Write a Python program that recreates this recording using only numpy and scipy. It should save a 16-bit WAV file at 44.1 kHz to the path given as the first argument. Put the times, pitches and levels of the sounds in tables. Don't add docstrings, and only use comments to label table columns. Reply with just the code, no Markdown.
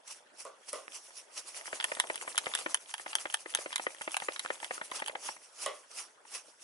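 import sys
import numpy as np
from scipy import signal
from scipy.fft import rfft, irfft, next_fast_len
from scipy.io import wavfile
from scipy.ndimage import uniform_filter1d

SR = 44100
rng = np.random.default_rng(int(sys.argv[2]) if len(sys.argv) > 2 else 0)


def waveform_to_disk(signal):
    frames = np.transpose(np.atleast_2d(signal))
    scaled = np.clip(frames, -1, 1) * 32767
    samples = np.round(scaled).astype(np.int16)
    wavfile.write(sys.argv[1], SR, samples)


N = 292383
BUSY_START_S, BUSY_END_S = 1.68, 5.15

# [t/s, level/dB]
COAT_RUSTLE = [(0.0, -63), (0.87, -66.5), (1.29, -65), (1.92, -54.5), (2.27, -56.5), (2.6, -49.5),
               (2.73, -60), (2.95, -75), (3.14, -58.5), (3.4, -67.5), (3.55, -59.5), (4.08, -64.5),
               (4.32, -60), (5.13, -58), (5.37, -67.5), (6.35, -67.5), (6.63, -75)]
# [f/Hz, relative density/dB]
TICK_SPECTRUM = [(2400, -73), (4000, -30), (5400, -1.5), (7400, -1), (8600, -1), (9600, 8.5), (11100, 3),
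                 (12300, -9), (16000, -102)]


def amp(db):
    return 10 ** (np.asarray(db) / 20)


def unit(x):
    return x / np.sqrt(np.mean(x ** 2) + 1e-20)


def along(points, hz):
    f, v = np.transpose(points)
    return np.interp(np.log(hz + 1), np.log(f + 1), v)


def filtered(x, response):
    size = next_fast_len(x.shape[-1] + 8192)
    spectrum = rfft(x, size) * response(np.fft.rfftfreq(size, 1 / SR))
    return irfft(spectrum, size)[..., :x.shape[-1]]


def causal(points):
    size = 2048
    magnitude = amp(along(points, np.fft.rfftfreq(size, 1 / SR)))
    cepstrum = irfft(np.log(np.maximum(magnitude, 1e-6)))
    cepstrum[1:size // 2] *= 2
    cepstrum[size // 2 + 1:] = 0
    impulse = irfft(np.exp(rfft(cepstrum)))[:size // 2]
    return impulse / np.linalg.norm(impulse)


def coloured(track, points):
    return signal.fftconvolve(track, causal(points)[None], axes=1)[:, :N]


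def swell(t, top_s, blunt):
    return (t / top_s * np.exp(1 - t / top_s)) ** blunt


def burst(top_s, blunt, apart):
    shape = swell(np.arange(SR // 20) / SR, top_s, blunt)
    common = rng.standard_normal(len(shape))
    puff = shape * (common + apart * rng.standard_normal((2, len(shape))))
    return unit(puff) * np.sqrt(np.mean(shape ** 2) * (1 + apart ** 2))


def add(track, s, sound):
    part = track[..., round(s * SR):][..., :sound.shape[-1]]
    part += sound[..., :part.shape[-1]]


def from_left(x, pan_db):
    lag_samples = 10
    return np.array([x[0] * amp(pan_db / 2), np.roll(x[1], lag_samples) * amp(-pan_db / 2)])


def rush(spectrum, likeness, patchy_db, grit_db):
    grit = amp(grit_db * unit(uniform_filter1d(rng.standard_normal(N), size=24)))
    z = signal.stft(grit * rng.standard_normal((2, N)), nperseg=256)[2]
    field = uniform_filter1d(rng.standard_normal(z.shape[1:]), size=4, axis=0)
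    field = uniform_filter1d(field, size=8, axis=1)
    pair = signal.istft(z * amp(patchy_db * unit(field)), nperseg=256)[1][:, :N]

    def mid_side(hz):
        angle = np.arccos(np.clip(along(likeness, hz), -1, 1)) / 2
        return amp(along(spectrum, hz)) * [np.cos(angle), np.sin(angle)]

    mid, side = filtered(pair, mid_side)
    return unit(np.array([mid + side, mid - side]))


def background():
    # [f/Hz, relative density/dB]
    fur_spectrum = [(35, -37), (60, -25), (390, 3), (607, 10.5), (707, 5), (913, 7), (1660, -23),
                    (1930, -8.5), (3500, -2), (4550, -58), (7700, -120)]
    # [f/Hz, relative density/dB]
    air_spectrum = [(300, -8), (1500, 3.5), (3000, -11), (4200, -9), (5500, -11), (10500, -10.5),
                    (11500, -25)]
    # [f/Hz, correlation/1]
    diffuse = [(130, 0.64), (500, 0.58), (1700, 0.041), (3500, 0.077), (9000, 0.35)]
    s, db = np.transpose(COAT_RUSTLE)
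    envelope = amp(np.interp(np.arange(N) / SR, s, db))
    rustle = envelope * rush(fur_spectrum, diffuse, patchy_db=4.5, grit_db=4.1)
    return rustle + amp(-64.5) * rush(air_spectrum, diffuse, patchy_db=4.0, grit_db=-1.0)


def strokes():
    # [peak t/s, bristle hiss level before whistle and lean/dB, nominal half-length/ms]
    stroke_table = [(0.081, -45.5, 9.3), (0.115, -44, 19), (0.164, -56.5, 26), (0.407, -44, 17.8),
                    (0.468, -55.5, 22), (0.692, -42.5, 11), (0.75, -48.5, 57), (0.953, -43.5, 26.5),
                    (1.061, -53.5, 44), (1.179, -47, 30), (1.381, -40.5, 23), (1.487, -44, 21),
                    (1.572, -41.5, 24.7), (1.671, -44, 23.5), (1.754, -41, 22), (1.919, -46, 94),
                    (2.14, -49, 98), (2.223, -40.5, 13), (2.303, -44.5, 26), (2.486, -46.5, 105),
                    (2.6, -41, 30), (2.712, -42, 20), (2.82, -53.5, 28), (2.907, -47, 27), (3.01, -47, 25),
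                    (3.105, -45, 28), (3.211, -42, 25), (3.308, -47.5, 23), (3.408, -47, 23),
                    (3.504, -45, 20), (3.613, -43, 31), (3.715, -47.5, 24), (3.832, -45, 29),
                    (3.92, -48.5, 27), (4.038, -47.5, 42), (4.13, -44, 22), (4.242, -44.5, 35),
                    (4.34, -46.5, 35), (4.44, -48.5, 41), (4.535, -46.5, 31), (4.641, -46, 33),
                    (4.75, -41.5, 26.6), (4.856, -47.5, 25), (4.962, -37, 22.5), (5.075, -52.5, 46),
                    (5.269, -39.5, 39), (5.447, -55.5, 38), (5.631, -39, 33), (5.75, -55.5, 74),
                    (5.915, -48.5, 7.9), (5.991, -40.5, 32), (6.28, -56, 15), (6.354, -39.5, 24.6),
                    (6.49, -58.5, 47), (6.625, -52, 18)]
    # [f/Hz, relative density/dB]
    bristle_spectrum = [(1060, -38), (1800, -16), (2380, -13.5), (2690, -10.5), (2960, -12), (3820, -17),
                        (5090, -13.5), (5630, -9.5), (7110, -12), (10600, -8.5), (11200, -6.5),
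                        (11500, -96), (15000, -66), (22000, -120)]
    # [f/Hz, relative density/dB]
    rub_spectrum = [(150, -57), (250, -11.5), (1240, 3.5), (1720, -7), (2270, -6.5), (3610, -15.5),
                    (5000, 1), (6500, -120)]
    # [f/Hz, correlation/1]
    likeness = [(60, 0.7), (500, 0.82), (1700, 0.56), (3500, 0.18), (9000, 0.68)]
    # [f/Hz, left over right/dB]
    lean = [(500, -1.5), (1700, -2), (3500, -3.5), (9000, -0.8)]
    rise_share, fall_share = 0.79, 0.85
    edge_db, blunt, steepen = 9.5, 0.61, 0.79
    firm_hiss_db, firm_rub_db, rub_db_per_hiss_db = -41.5, -51, 1.64
    slow_rub_db = -0.5
    whistle_hz, whistle_width_hz, whistle_db = 5580, 350, -2.2

    hiss_power, rub_power, t = np.zeros(N), np.zeros(N), np.arange(N) / SR
    slow = (t < BUSY_START_S) | (t > BUSY_END_S)
    for s, hiss_db, half_ms in stroke_table:
        share = np.where(t < s, rise_share, fall_share)
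        u = 1000 * (t - s) / max(half_ms, 4) / share
        shape_db = -edge_db * (np.hypot(u, blunt) - blunt) ** steepen
        rub_db = firm_rub_db + rub_db_per_hiss_db * (hiss_db - firm_hiss_db) + slow_rub_db * slow
        hiss_power += amp(shape_db + hiss_db) ** 2
        rub_power += amp(shape_db + rub_db) ** 2
    hiss = np.sqrt(hiss_power) * rush(bristle_spectrum, likeness, patchy_db=2.5, grit_db=2.0)
    rub = np.sqrt(rub_power) * rush(rub_spectrum, likeness, patchy_db=-1.5, grit_db=1.0)
    both = hiss + rub

    def slow_response(hz):
        whistle = 1 + amp(whistle_db) / (1 + ((hz - whistle_hz) / whistle_width_hz) ** 2)
        return whistle * amp(np.outer([.5, -.5], along(lean, hz)))

    return both * ~slow + filtered(both * slow, slow_response)


def knocks():
    # [t/s, ring drive/dB, crack level/dB, upper-mode drive over ring/dB]
    knock_table = [(0.451, -37.5, -40.5, -11), (0.73, -32, -26.5, -5.5), (5.661, -30, -26, 1)]
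    # [centre f/Hz, width/Hz, gain/dB]
    basin_modes = [(365, 390, 0), (562, 60, 17), (1158, 140, 10.5), (1493, 170, -1), (2010, 220, 3.5),
                   (2950, 170, 1.5), (3300, 370, -1.5)]
    upper_hz = 1700

    low, high, crack = np.zeros(N), np.zeros(N), np.zeros((2, N))
    t = np.arange(SR // 3) / SR
    for s, ring_db, crack_db, upper_db in knock_table:
        sustain = amp(-60 * t / 0.29)
        flare = 1.5 * amp(upper_db - 60 * t / 0.019)
        shake = (sustain + flare) * rng.standard_normal(len(t))
        add(low, s, amp(ring_db) * shake)
        add(high, s, amp(ring_db + upper_db) * shake)
        add(crack, s, amp(crack_db) * burst(top_s=.0005, blunt=1.1, apart=.4))

    def modes(upper):
        def response(f):
            total = 0
            for k, (centre, width, db) in enumerate(basin_modes):
                if (centre > upper_hz) == upper:
                    band = 1j * f * width / (centre ** 2 - f * f + 1j * f * width)
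                    total = total + (-1) ** k * amp(db) * band
            return total
        return response

    ring = filtered(low, modes(False)) + filtered(high, modes(True))
    ring = filtered(ring, lambda f: (1j * f / (260 + 1j * f)) ** 2)
    return ring, coloured(crack, TICK_SPECTRUM)


def snag(peak_db, hz):
    t = np.arange(SR // 100) / SR
    ring = np.exp(-hz * t) * np.sin(2 * np.pi * hz * t)
    puff = burst(top_s=0.0006, blunt=1.2, apart=0.9)[:, :len(t)]
    sound = signal.fftconvolve(puff, ring[None], axes=1)
    return amp(peak_db) * sound / np.abs(sound).max()


def snags(count, db):
    # [t/s, peak level before high-pass and pan/dB, ring f/Hz]
    snag_table = [(0.88, -28.5, 1790), (0.92, -37, 3280), (1.545, -34.5, 2300), (1.611, -31, 2230),
                  (1.657, -28.5, 1910), (1.773, -34, 2000), (2.178, -27, 2480), (2.212, -29, 2020),
                  (2.225, -30, 880), (2.236, -35, 1310), (2.347, -31, 1300), (2.369, -26.5, 3300),
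                  (2.437, -37, 929), (2.516, -31, 2000), (2.575, -27, 2900), (2.912, -34, 2300),
                  (3.079, -33, 2700), (3.494, -41, 2000), (3.706, -34, 2000), (3.905, -35, 2200),
                  (3.947, -33.5, 1920), (3.966, -39, 3300), (3.984, -39, 3300), (4.304, -41, 1880),
                  (4.321, -31, 3100), (4.532, -40, 2200), (4.779, -26.5, 1400), (5.042, -34, 3310)]
    track = np.zeros((2, N))
    for s, peak_db, hz in snag_table:
        add(track, s, snag(peak_db, hz))
    for u, v, w in rng.random((count, 3)):
        s = BUSY_START_S + u * (BUSY_END_S - BUSY_START_S)
        rustle_db = np.interp(s, *np.transpose(COAT_RUSTLE))
        add(track, s, snag(rustle_db + db - 3.0 * np.log(v), hz=700 * 6.5 ** w))
    thin = filtered(track, lambda f: (1j * f / (350 + 1j * f)) ** 2)
    return from_left(thin, pan_db=-0.5)


def pats():
    # [t/s, thump drive/dB, thump f/Hz]
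    pat_table = [(1.105, -55.5, 980), (1.676, -42.5, 920), (1.728, -33.5, 660), (1.917, -32, 617),
                 (1.969, -40.5, 710), (2.037, -40, 705), (2.099, -29.5, 650), (2.276, -36.5, 1010),
                 (2.466, -32.5, 740), (2.66, -29, 540), (2.996, -42.5, 665), (3.061, -36, 890),
                 (3.254, -32.5, 520), (3.458, -39.5, 507), (3.587, -39, 625), (3.659, -36.5, 550),
                 (3.795, -35.5, 780), (3.866, -31, 534), (4.01, -39, 840), (4.076, -33, 670),
                 (4.22, -36.5, 760), (4.284, -29.5, 550), (4.448, -38, 714), (4.502, -30, 560),
                 (4.628, -38.5, 920), (4.708, -32.5, 720), (4.813, -35.5, 940), (4.916, -35.5, 1050),
                 (5.02, -31.5, 830), (5.095, -40, 590), (5.152, -34, 780), (5.287, -34, 824),
                 (5.364, -51.5, 930), (6.251, -55.5, 840)]
    # [f/Hz, relative density/dB]
    slap_spectrum = [(500, -2), (1000, 3.5), (1460, 2.5), (1750, 6), (2050, 7), (3200, -7), (5000, -21.5),
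                     (9000, -41)]
    slap_over_thump_db = 1.4
    thump, slap, t = np.zeros(N), np.zeros((2, N)), np.arange(SR // 25) / SR
    for s, db, hz in pat_table:
        upper = np.sin(2 * np.pi * hz * t)
        lower = 0.66 * np.sin(2 * np.pi * (0.698 * hz * t + rng.random()))
        add(thump, s + 0.0008, amp(db) * swell(t, top_s=0.0027, blunt=2.4) * (upper + lower))
        add(slap, s, amp(db + slap_over_thump_db) * burst(top_s=0.0017, blunt=0.68, apart=0.56))
    thump = filtered(thump, lambda f: 1j * f / (200 + 1j * f))
    return thump * amp([[-1.4], [1.4]]) + from_left(coloured(slap, slap_spectrum), pan_db=1.0)


def clicks():
    # [t/s, hollow body drive/dB, bright tick over body/dB]
    click_table = [(1.8, -27.5, -27), (1.808, -30, -9), (1.8255, -35, -10), (1.8415, -21, -0.5),
                   (1.9497, -39, 3), (1.9937, -40, -18), (1.999, -19.5, 1.5), (2.071, -45, 6),
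                   (2.143, -38, -17), (2.1567, -33, 4), (2.3562, -38.5, 2), (2.378, -20.5, 2.5),
                   (2.3845, -26, 3), (2.4582, -33.5, -16), (2.537, -27.5, -20), (2.5503, -22.5, 3.5),
                   (2.5877, -32.5, -4), (2.744, -22.5, 4.5), (2.772, -44.5, 2), (2.893, -45, -12),
                   (2.9392, -28, -3), (2.95, -42, -11), (2.98, -42, 2.5), (3.13, -31.5, -22),
                   (3.1526, -23.5, 5.5), (3.184, -36, -15), (3.268, -43, -11), (3.299, -39, -14),
                   (3.325, -41, 2), (3.3389, -37, 3.5), (3.342, -21.5, 2.5), (3.3708, -46, 1),
                   (3.524, -48, 7), (3.538, -36, -26), (3.549, -22, 5), (3.572, -33.5, -11),
                   (3.727, -29.5, -12), (3.739, -40, -17), (3.7584, -22.5, -0.5), (3.78, -34, -1),
                   (4.017, -34, 2.5), (4.095, -46, 2), (4.108, -42, -5), (4.118, -44, 10), (4.143, -29, -8),
                   (4.1672, -24, 4.5), (4.2, -33.5, -10), (4.3607, -33, -18), (4.3935, -26.5, -0.5),
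                   (4.644, -32.5, -3), (4.476, -46, -14), (4.601, -42, -11), (4.914, -38, -1.5),
                   (4.9922, -37, -8), (4.999, -33, -6), (5.061, -35, -2), (5.0752, -37, 6),
                   (5.081, -31, -2)]
    # [f/Hz, relative density/dB]
    body_spectrum = [(240, -72), (400, -34), (932, -4), (1190, -8.5), (1910, -3.5), (2340, -11.5),
                     (3350, -0.5), (4100, -16.5), (5000, -12.5), (6500, -39), (11000, -120)]
    # [delay after click/s, level/dB]
    bounces = [(0, -2.5), (.0066, -15)]
    grip_spread = 0.07
    tick, body, hollow = np.zeros((2, N)), np.zeros((2, N)), causal(body_spectrum)
    index = np.arange(len(hollow))
    for (s, body_db, bright_db), grip in zip(click_table, rng.standard_normal(len(click_table))):
        ring = np.interp(index * np.exp(grip_spread * grip), index, hollow, right=0)
        for late_s, db in bounces:
            tick_puff = burst(top_s=0.00056, blunt=1.1, apart=0.93)
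            add(tick, s + late_s, amp(body_db + bright_db + db) * tick_puff)
            body_puff = burst(top_s=0.00095, blunt=0.72, apart=0.94)
            add(body, s + late_s, amp(body_db + db) * signal.fftconvolve(body_puff, ring[None], axes=1))
    return coloured(tick, TICK_SPECTRUM) + from_left(body, pan_db=-1.5)


def room(x):
    # [f/Hz, T60/s]
    decay = [(300, 0.15), (1500, 0.076), (5000, 0.11), (11000, 0.059)]
    hz, t, z = signal.stft(rng.standard_normal((2, SR // 2)), SR, nperseg=256)
    tail = signal.istft(z * amp(-60 * t / along(decay, hz)[:, None]), SR, nperseg=256)[1]
    return signal.fftconvolve(x[None], tail / np.linalg.norm(tail[0]), axes=1)[:, :N]


def scene():
    ring, crack = knocks()
    contacts = snags(count=320, db=11.5) + pats() + clicks()
    direct = contacts + (ring + crack) * amp([[-.4], [.4]])
    echoes = amp(-11.5) * room(contacts[0] + crack[0]) + amp(-5) * room(ring)
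    return direct + echoes + strokes() + background()


def record(dry):
    # [f/Hz, gain/dB]
    pickup = [(60, -24), (300, 0), (10900, 0), (11300, -18), (12300, -26)]
    top_hz = 12365
    return filtered(dry, lambda hz: amp(along(pickup, hz)) * (hz < top_hz))


dry = scene()
out = record(dry)
waveform_to_disk(out)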